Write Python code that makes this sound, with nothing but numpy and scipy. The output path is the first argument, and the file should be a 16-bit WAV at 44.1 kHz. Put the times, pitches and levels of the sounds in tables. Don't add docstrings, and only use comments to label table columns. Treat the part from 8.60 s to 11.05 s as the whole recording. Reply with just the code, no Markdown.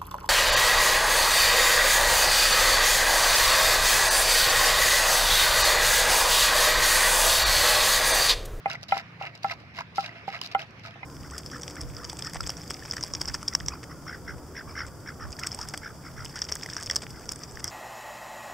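import sys
import numpy as np
from scipy import signal
from scipy.fft import rfft, irfft, next_fast_len
from scipy.io import wavfile
from scipy.ndimage import uniform_filter1d, map_coordinates

SR = 44100
rng = np.random.default_rng(int(sys.argv[2]) if len(sys.argv) > 2 else 0)


def file_out(sig):
    cols = np.atleast_2d(sig).T
    lim = np.clip(cols, -1, 1)
    pcm = np.round(lim * 32767).astype(np.int16)
    wavfile.write(sys.argv[1], SR, pcm)


def boost_factor(decibels):
    exponent = np.asarray(decibels, float) / 20
    return 10 ** exponent


N = 108045


def unit(x):
    return x / np.sqrt(np.mean(x ** 2) + 1e-20)


def along(points, hz):
    f, v = np.transpose(points)
    return np.interp(np.log(hz + 1), np.log(f + 1), v)


def wobble(knots_per_s):
    knots = rng.standard_normal(int(N * knots_per_s / SR) + 4)
    return map_coordinates(knots, [np.arange(N) * knots_per_s / SR])


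def filtered(x, response):
    m = next_fast_len(N + 8192)
    return irfft(rfft(x, m) * response(np.fft.rfftfreq(m, 1 / SR)), m)[..., :N]


def resonances(table):
    def response(f):
        total = 0
        for k, (hz, width_hz, db) in enumerate(table):
            band = 1j * f * width_hz / (hz * hz - f * f + 1j * f * width_hz)
            total = total + (-1) ** k * boost_factor(db) * band
        return total
    return response


# start in seconds, peak in dB, second ring over first in dB,
# third ring over first in dB, left-right in dB.
BLOWS = [
    (0.058, -19, -27.5, -7, -3.5),
    (0.3212, -14, -19.5, -8, 0.5),
    (0.367, -28.5, -23, -31, 1),
    (0.612, -31, -24, -21, -3.5),
    (0.844, -17.5, -19, -13, -1.5),
    (1.381, -16.5, -18, -19, 0),
    (1.679, -26, -42, -17, -7),
    (1.948, -15, -21.5, -9, -6),
    (2.358, -51, -14, 3, -0.5),
    (2.431, -44.5, -17, 12.5, -8),
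]
CONTACT_MS = [1.25, 2.84, 1.8, 0.86, 3.5, 3.1, 1.3, 3.2, 0.45, 0.16]
THUMP_DB = [0, -3, 7, -2, -3, -0.5, 9.5, -9, .1, 9]
LOW_MODES_DB = [5, -1, 3, 4, 4, 0, -1, -4, 19.5, -6]
# frequency in Hz, level in dB, t60 in seconds, left-right in dB,
# left lead in radians.
FIRST_MODES = [(788.7, 5.5, 0.06, 4.5, -0.76), (693, -9, 0.039, -4.5, -0.79), (546, -31, 0.083, 8, -0.63),
               (1000, -8, 0.015, 27, 0.16)]
SECOND_MODES = [(1333, 5, 0.056, -28, 0.16), (1405, 4.3, 0.07, -6, 0.3)]
THIRD_MODES = [(2090, 3, 0.034, .1, 1.64), (1770, -9, 0.062, -2.5, -1.9), (2400, -6, 0.048, -4, 2.8),
               (3000, -4, .016, -1, 2.1)]
TABLE_MODES = [(175.5, -19, 0.064, .1, .05), (240, -41.5, 0.14, 0.044, .05)]
# frequency in Hz, width in Hz, level in dB.
SQUEEZE = [(563, 220, 3.5), (970, 360, 2.5), (2600, 1050, -13.5)]
SLAP_DB, SLAP_T60_S = -24.5, 0.0075
SQUEEZE_DB, SQUEEZE_T60_S = -12, 0.041
CHOKE = 1.086
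SCATTER_DB, DETUNE = 6.5, 0.005
SAME, OPPOSED = 1, -1


def ring(modes, pan_db, flip, t):
    side = np.array([[0.5], [-0.5]])
    total = np.zeros((2, len(t)))
    for k, (hz, db, t60_s, lean_db, lead) in enumerate(modes):
        if k > 0:
            db = db + rng.normal(0, SCATTER_DB)
            hz = hz * (1 + rng.normal(0, DETUNE))
        decay = boost_factor(db + side * (lean_db + pan_db) - 60 * (t / t60_s) ** CHOKE)
        total += flip ** k * decay * np.sin(2 * np.pi * hz * t + side * lead)
    return total


def pestle():
    out, t = np.zeros((2, N + SR)), np.arange(SR // 4) / SR
    for blow, contact_ms, thump_db, low_db in zip(BLOWS, CONTACT_MS, THUMP_DB, LOW_MODES_DB):
        start_s, peak_db, second_db, third_db, pan_db = blow
        body = ring(FIRST_MODES[::3], pan_db, SAME, t)
        body += boost_factor(low_db) * ring(FIRST_MODES[1:3], pan_db, SAME, t)
        body += boost_factor(second_db) * ring(SECOND_MODES, 0, OPPOSED, t)
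        body += boost_factor(thump_db) * ring(TABLE_MODES, 0, SAME, t)
        slap = boost_factor(SLAP_DB - 60 * t / SLAP_T60_S) * rng.standard_normal((2, len(t)))
        dull = unit(filtered(rng.standard_normal(len(t)), resonances(SQUEEZE))[:len(t)])
        squeeze = boost_factor(SQUEEZE_DB - 60 * t / SQUEEZE_T60_S) * dull
        sharp = boost_factor(third_db) * ring(THIRD_MODES, 0, SAME, t) + slap + squeeze
        press = (1 - np.exp(-t * 2000 / contact_ms)) ** 2
        onset = 1 - np.exp(-t / 0.00025)
        at = round(start_s * SR)
        out[:, at:at + len(t)] += boost_factor(peak_db) * (body * press + sharp * onset)
    return out[:, :N]


# start in seconds, length in seconds, grit in dB, bowl over grit in dB,
# rise as share of the length.
STROKES = [(0.075, 0.091, -44, 8, 0.26), (0.222, 0.023, -46.5, 1, 0.16), (0.283, 0.071, -44, -4, 0.081),
           (0.324, 0.1, -46, 7, 0.35), (0.596, 0.11, -53, 12.5, 0.077), (0.749, 0.013, -48, -5, .08),
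           (0.819, 0.071, -47.5, -4, .2), (0.863, 0.085, -42, 6, 0.67), (0.97, 0.063, -60.5, 2.5, 0.23),
           (1.13, 0.085, -47, 3.5, 0.48), (1.187, 0.042, -49.5, 7.5, 0.028), (1.343, 0.11, -43.5, -7, 0.3),
           (1.42, 0.083, -50, 9, 0.21), (1.48, 0.18, -64.5, 16, 0.23), (1.671, 0.038, -48.5, 2.5, 0.12),
           (1.699, 0.09, -47.5, 8, 0.33), (1.815, 0.065, -44, -6.5, 0.025),
           (1.912, 0.029, -46.5, -0.5, .08), (1.978, 0.071, -48, 7, 0.22), (2.229, 0.068, -51, 6, .2),
           (2.28, 0.065, -65, 8.5, 0.22)]
# frequency in Hz, level in dB per Hz.
GRIT = [(1470, -47), (2500, 7.5), (3360, 1.5), (3800, -1.5), (5150, 5.5), (8330, -17.5), (10400, -20),
        (13700, -15.5), (16000, -50)]
# frequency in Hz, width in Hz, level in dB.
BOWL = [(678, 44.5, 2.5), (1003, 28, -3.5), (1279, 43, 0.5), (1570, 216, -4), (2114, 192, 1),
        (2750, 360, -5.5)]
# frequency in Hz, width in Hz, level in dB.
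SPOON = [(3890, 266, 10.5), (5400, 460, 6)]
STROKE_FALL = 0.33
JUDDER_DB, CLUMP_DB, GRAIN_DB, ROUGH_TOP_DB = 1.8, 3.5, 4, 9
WET_DB = 1


def spoon():
    t, grit, bowl = np.arange(N) / SR, np.zeros(N), np.zeros(N)
    for start_s, length_s, grit_db, bowl_db, rise in STROKES:
        u = (t - start_s) / length_s
        shape = np.clip(np.minimum(u / max(rise, 0.02), (1 - u) / STROKE_FALL), 0, 1)
        grit += boost_factor(grit_db) * shape
        bowl += boost_factor(grit_db + bowl_db) * shape
    rough_db = JUDDER_DB * wobble(70) + CLUMP_DB * wobble(250) + GRAIN_DB * wobble(1100)
    rough = unit(boost_factor(np.minimum(rough_db, ROUGH_TOP_DB)))

    def bright(hz):
        return boost_factor(along(GRIT, hz)) * (1 + resonances(SPOON)(hz))

    def scrape(level, response):
        gain = np.sqrt(np.mean(abs(response(np.fft.rfftfreq(4096, 1 / SR))) ** 2))
        return filtered(level * rough * rng.standard_normal((2, N)), response) / gain

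    return boost_factor(WET_DB) * squelch(grit, bowl) + scrape(grit, bright) + scrape(bowl, resonances(BOWL))


GRAINS_PER_S, GRAIN_HZ, GRAIN_OCTAVES, GRAIN_CYCLES = 800, 2400, 0.8, 18
GRAIN_SIZE_DB, GRAIN_TOP_DB = 4, 9
SPLIT_HZ = 2900


def squelch(grit, bowl):
    count = round(GRAINS_PER_S * N / SR)
    when, pitch, size, phase = rng.random((count, 4)).T
    start, t = (when * N).astype(int), np.arange(600) / SR
    octaves = GRAIN_OCTAVES * np.log(pitch / (1 - pitch)) / 2
    hz = GRAIN_HZ * 2 ** octaves.clip(-1.6, 2)[:, None]
    stroke = np.where(hz[:, 0] > SPLIT_HZ, grit[start], bowl[start])
    gain = stroke * boost_factor(np.minimum(-GRAIN_SIZE_DB * np.log(size), GRAIN_TOP_DB))
    decay = gain[:, None] * boost_factor(-60 * t * hz / GRAIN_CYCLES) * (1 - np.exp(-t * hz / 2))
    turn = 2 * np.pi * (hz * t + phase[:, None])
    at = (start[:, None] + np.arange(600)).ravel()
    return np.array([np.bincount(at, (decay * wave(turn)).ravel(), N + 600)[:N] for wave in (np.sin, np.cos)])


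# start in seconds, peak in dB, frequency in Hz.
TICKS = [(0.1, -16.5, 3870), (0.11, -24, 2250), (0.13, -38, 2600), (.153, -17.5, 2090), (0.231, -23, 5800),
         (.776, -35, 5170), (0.284, -29, 4630), (.311, -20.5, 2980), (.378, -17, 5400), (.390, -21, 2210),
         (.624, -17.5, 2750), (0.753, -30, 4740), (.833, -23, 4800), (0.898, -14.5, 2090),
         (.937, -28, 4500), (.925, -21, 2100), (1.186, -18.5, 1025), (1.208, -18.5, 990),
         (1.359, -24, 5100), (1.444, -17.5, 2460), (1.461, -17.5, 3840), (1.492, -22, 1970),
         (1.765, -24, 2500), (1.8141, -14.5, 5030), (1.862, -18, 4070), (1.919, -28, 2470),
         (1.993, -16.5, 2530), (2.012, -27.5, 2280), (2.018, -17.5, 3130), (0.096, -40, 5000),
         (.114, -20, 5100), (.119, -35, 2340), (0.1318, -22, 4820), (0.137, -41, 3000), (.212, -36, 4500),
         (0.237, -25, 4500), (1.002, -39.5, 5000), (1.148, -32, 2500), (1.207, -31, 7040),
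         (1.16, -36, 4800), (1.189, -29, 5360), (1.37, -26.5, 5000), (1.376, -24.5, 4600),
         (1.4074, -22.5, 5040), (1.412, -29, 3000), (1.4635, -24, 4540), (1.79, -26, 3000),
         (1.816, -17.5, 3000), (1.836, -23.5, 4500), (1.857, -31, 4940), (1.8733, -24.5, 4700),
         (1.924, -28, 4500), (1.932, -30, 2500), (2.004, -38, 4900), (2.108, -41.5, 5670),
         (2.196, -39, 5500), (2.238, -40, 3900), (2.261, -29, 4850), (2.277, -36, 4230), (.36, -27, 4930),
         (1.779, -36, 4900), (2.309, -32, 3270), (2.331, -42, 3080), (2.342, -32, 2660)]
# start in seconds, peak in dB, frequency in Hz.
BUMPS = [(.078, -28, 593), (.23, -31, 647), (.294, -37, 670), (.604, -29.5, 1280), (.157, -21, 2130),
         (.9095, -27.5, 1030), (1.734, -24, 2400), (2.035, -38, 600), (2.4315, -26.5, 1000),
         (.14, -34.5, 576), (0.103, -21, 1580), (.146, -26, 1350), (2.012, -31, 1290), (1.461, -28, 1610),
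         (.645, -23.5, 765), (.75, -37, 670), (.908, -25.5, 684), (1.004, -42, 640), (1.037, -36, 680),
         (1.19, -22, 1540), (1.202, -27, 1160), (1.2105, -22, 1290), (1.218, -25, 1590), (1.442, -31, 680),
         (1.548, -43, 689), (1.741, -22.5, 1290), (1.815, -25, 1040), (2.025, -28, 750), (2.042, -37, 810),
         (2.251, -28, 1310), (2.429, -32.5, 875)]
TICK_CYCLES, TICK_RISE_S = 34, 0.0009
SNAP_DB, SNAP_T60_S = -15, 0.011
SNAP_REF_HZ, SNAP_GROWTH = 4500, 1.76


def ticks():
    out, t, m = np.zeros((2, N + SR)), np.arange(1000) / SR, 4096
    quadrature = np.array([[0], [np.pi / 2]])
    grit = boost_factor(along(GRIT, np.fft.rfftfreq(m, 1 / SR)))
    for (start_s, peak_db, hz), gritty in [(row, 1) for row in TICKS] + [(row, 0) for row in BUMPS]:
        tone = boost_factor(-60 * t * (hz + 1200) / TICK_CYCLES) * np.sin(2 * np.pi * hz * t + quadrature)
        burst = boost_factor(-60 * t / SNAP_T60_S) * rng.standard_normal((2, len(t)))
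        snap = boost_factor(SNAP_DB) * unit(irfft(rfft(burst, m) * grit, m)[:, :len(t)]) / 4
        snap *= gritty * (hz / SNAP_REF_HZ) ** SNAP_GROWTH
        at = round(start_s * SR)
        out[:, at:at + len(t)] += boost_factor(peak_db) * (tone * (1 - np.exp(-t / TICK_RISE_S)) + snap)
    return out[:, :N]


# frequency in Hz, left lead in radians.
LEADS = [(700, -0.47), (1050, 1.23), (1400, -1.88), (2100, -2.0), (2750, -2), (5150, -4.5), (11400, -11.5)]
# frequency in Hz, left-right in dB.
LEANS = [(350, 0.4), (1050, -4), (1400, -4.5), (2100, -3.5), (3450, -3), (5150, 3.5), (6200, 2),
         (9000, 1.5)]


def ports(pair, alike):
    def spread(hz):
        angle = np.arccos(np.clip(along(alike, hz), 0, 1)) / 2
        return np.array([np.cos(angle), np.sin(angle)])

    def tilt(hz):
        half = boost_factor(along(LEANS, hz) / 2) * np.exp(0.5j * along(LEADS, hz))
        return np.array([half, 1 / half])

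    mid, side = filtered(pair, spread)
    return filtered(np.array([mid + side, mid - side]), tilt)


STALL_T60_S = 0.1


def stall(x):
    t = np.arange(SR // 4) / SR
    tail = boost_factor(-60 * t / STALL_T60_S) * rng.standard_normal((2, len(t)))
    return signal.fftconvolve(x, tail / np.linalg.norm(tail[0]), axes=1)[:, :N]


# frequency in Hz, level in dB per Hz.
HISS = [(200, -9), (320, -4), (900, -6.5), (2400, -3.5), (3300, -14.5), (5200, -18), (7500, -38),
        (11500, -43), (15000, -44.5)]
# time in seconds, level in dB.
HISS_DB = [(0.0, -52), (0.27, -55.5), (0.39, -53), (0.99, -53), (1.3, -55), (1.86, -50), (2.01, -52.5),
           (2.45, -52.5)]
# frequency in Hz, level in dB per Hz.
RUMBLE = [(15, -75), (40, -7), (91, 7.5), (125, 8), (171, 3), (219, 2.5), (387, -13), (420, -46),
          (550, -45), (920, -120)]
# multiple of the base rate, level in dB.
ENGINE_ORDERS = [(3, -19), (4, -1.5), (5, -0.5), (6, -2), (7, -9.5)]
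# frequency in Hz, likeness from 0 to 1.
FAR_LIKENESS = [(150, 0.96), (350, 0.9), (700, 0.66), (1400, 0.48), (4000, 0.1)]
RUMBLE_DB, ENGINE_DB = -52.5, -54
FIRING_HZ, DRIFT = 27.96, 0.017


def street():
    def noise(spectrum):
        return unit(filtered(rng.standard_normal((2, N)), lambda hz: boost_factor(along(spectrum, hz))))

    hiss_db = np.interp(np.arange(N) / SR, *np.transpose(HISS_DB)) + 1.0 + 0.55 * wobble(24.61)
    hiss = boost_factor(hiss_db) * patchy(noise(HISS))
    rumble = boost_factor(RUMBLE_DB + 0.88 * wobble(4.55)) * noise(RUMBLE)
    turn = 2 * np.pi * np.cumsum(FIRING_HZ * (1 + DRIFT * wobble(2.82))) / SR
    engine = unit(sum(boost_factor(db + 4.6 * wobble(5.83)) * np.cos(round(k) * turn) for k, db in ENGINE_ORDERS))
    return ports(hiss + rumble, FAR_LIKENESS) + boost_factor(ENGINE_DB) * engine


PATCHY_DB = 2.5


def patchy(x):
    z = signal.stft(x, nperseg=512)[2]
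    field = uniform_filter1d(rng.standard_normal(z.shape[1:]), size=6, axis=0)
    field = uniform_filter1d(field, size=8, axis=1)
    return signal.istft(z * boost_factor(PATCHY_DB * unit(field)), nperseg=512)[1][:, :N]


# frequency in Hz, likeness from 0 to 1.
NEAR_LIKENESS = [(300, 1), (2800, 0.9), (4000, 0.2), (9000, 0.19)]
STALL_DB = -14


def scene():
    near = pestle() + ports(spoon(), NEAR_LIKENESS) + ticks()
    return near + boost_factor(STALL_DB) * stall(near) + street()


def roll_off(x):
    return signal.sosfilt(signal.butter(12, 16260, fs=SR, output="sos"), x)


LOW_CUT_HZ, TOP_HZ = 50, 16100


def record(dry):
    def band(hz):
        return (hz < TOP_HZ) / (1 + (LOW_CUT_HZ / (hz + 1)) ** 4)

    return roll_off(filtered(dry, band))


dry = scene()
out = record(dry)
file_out(out)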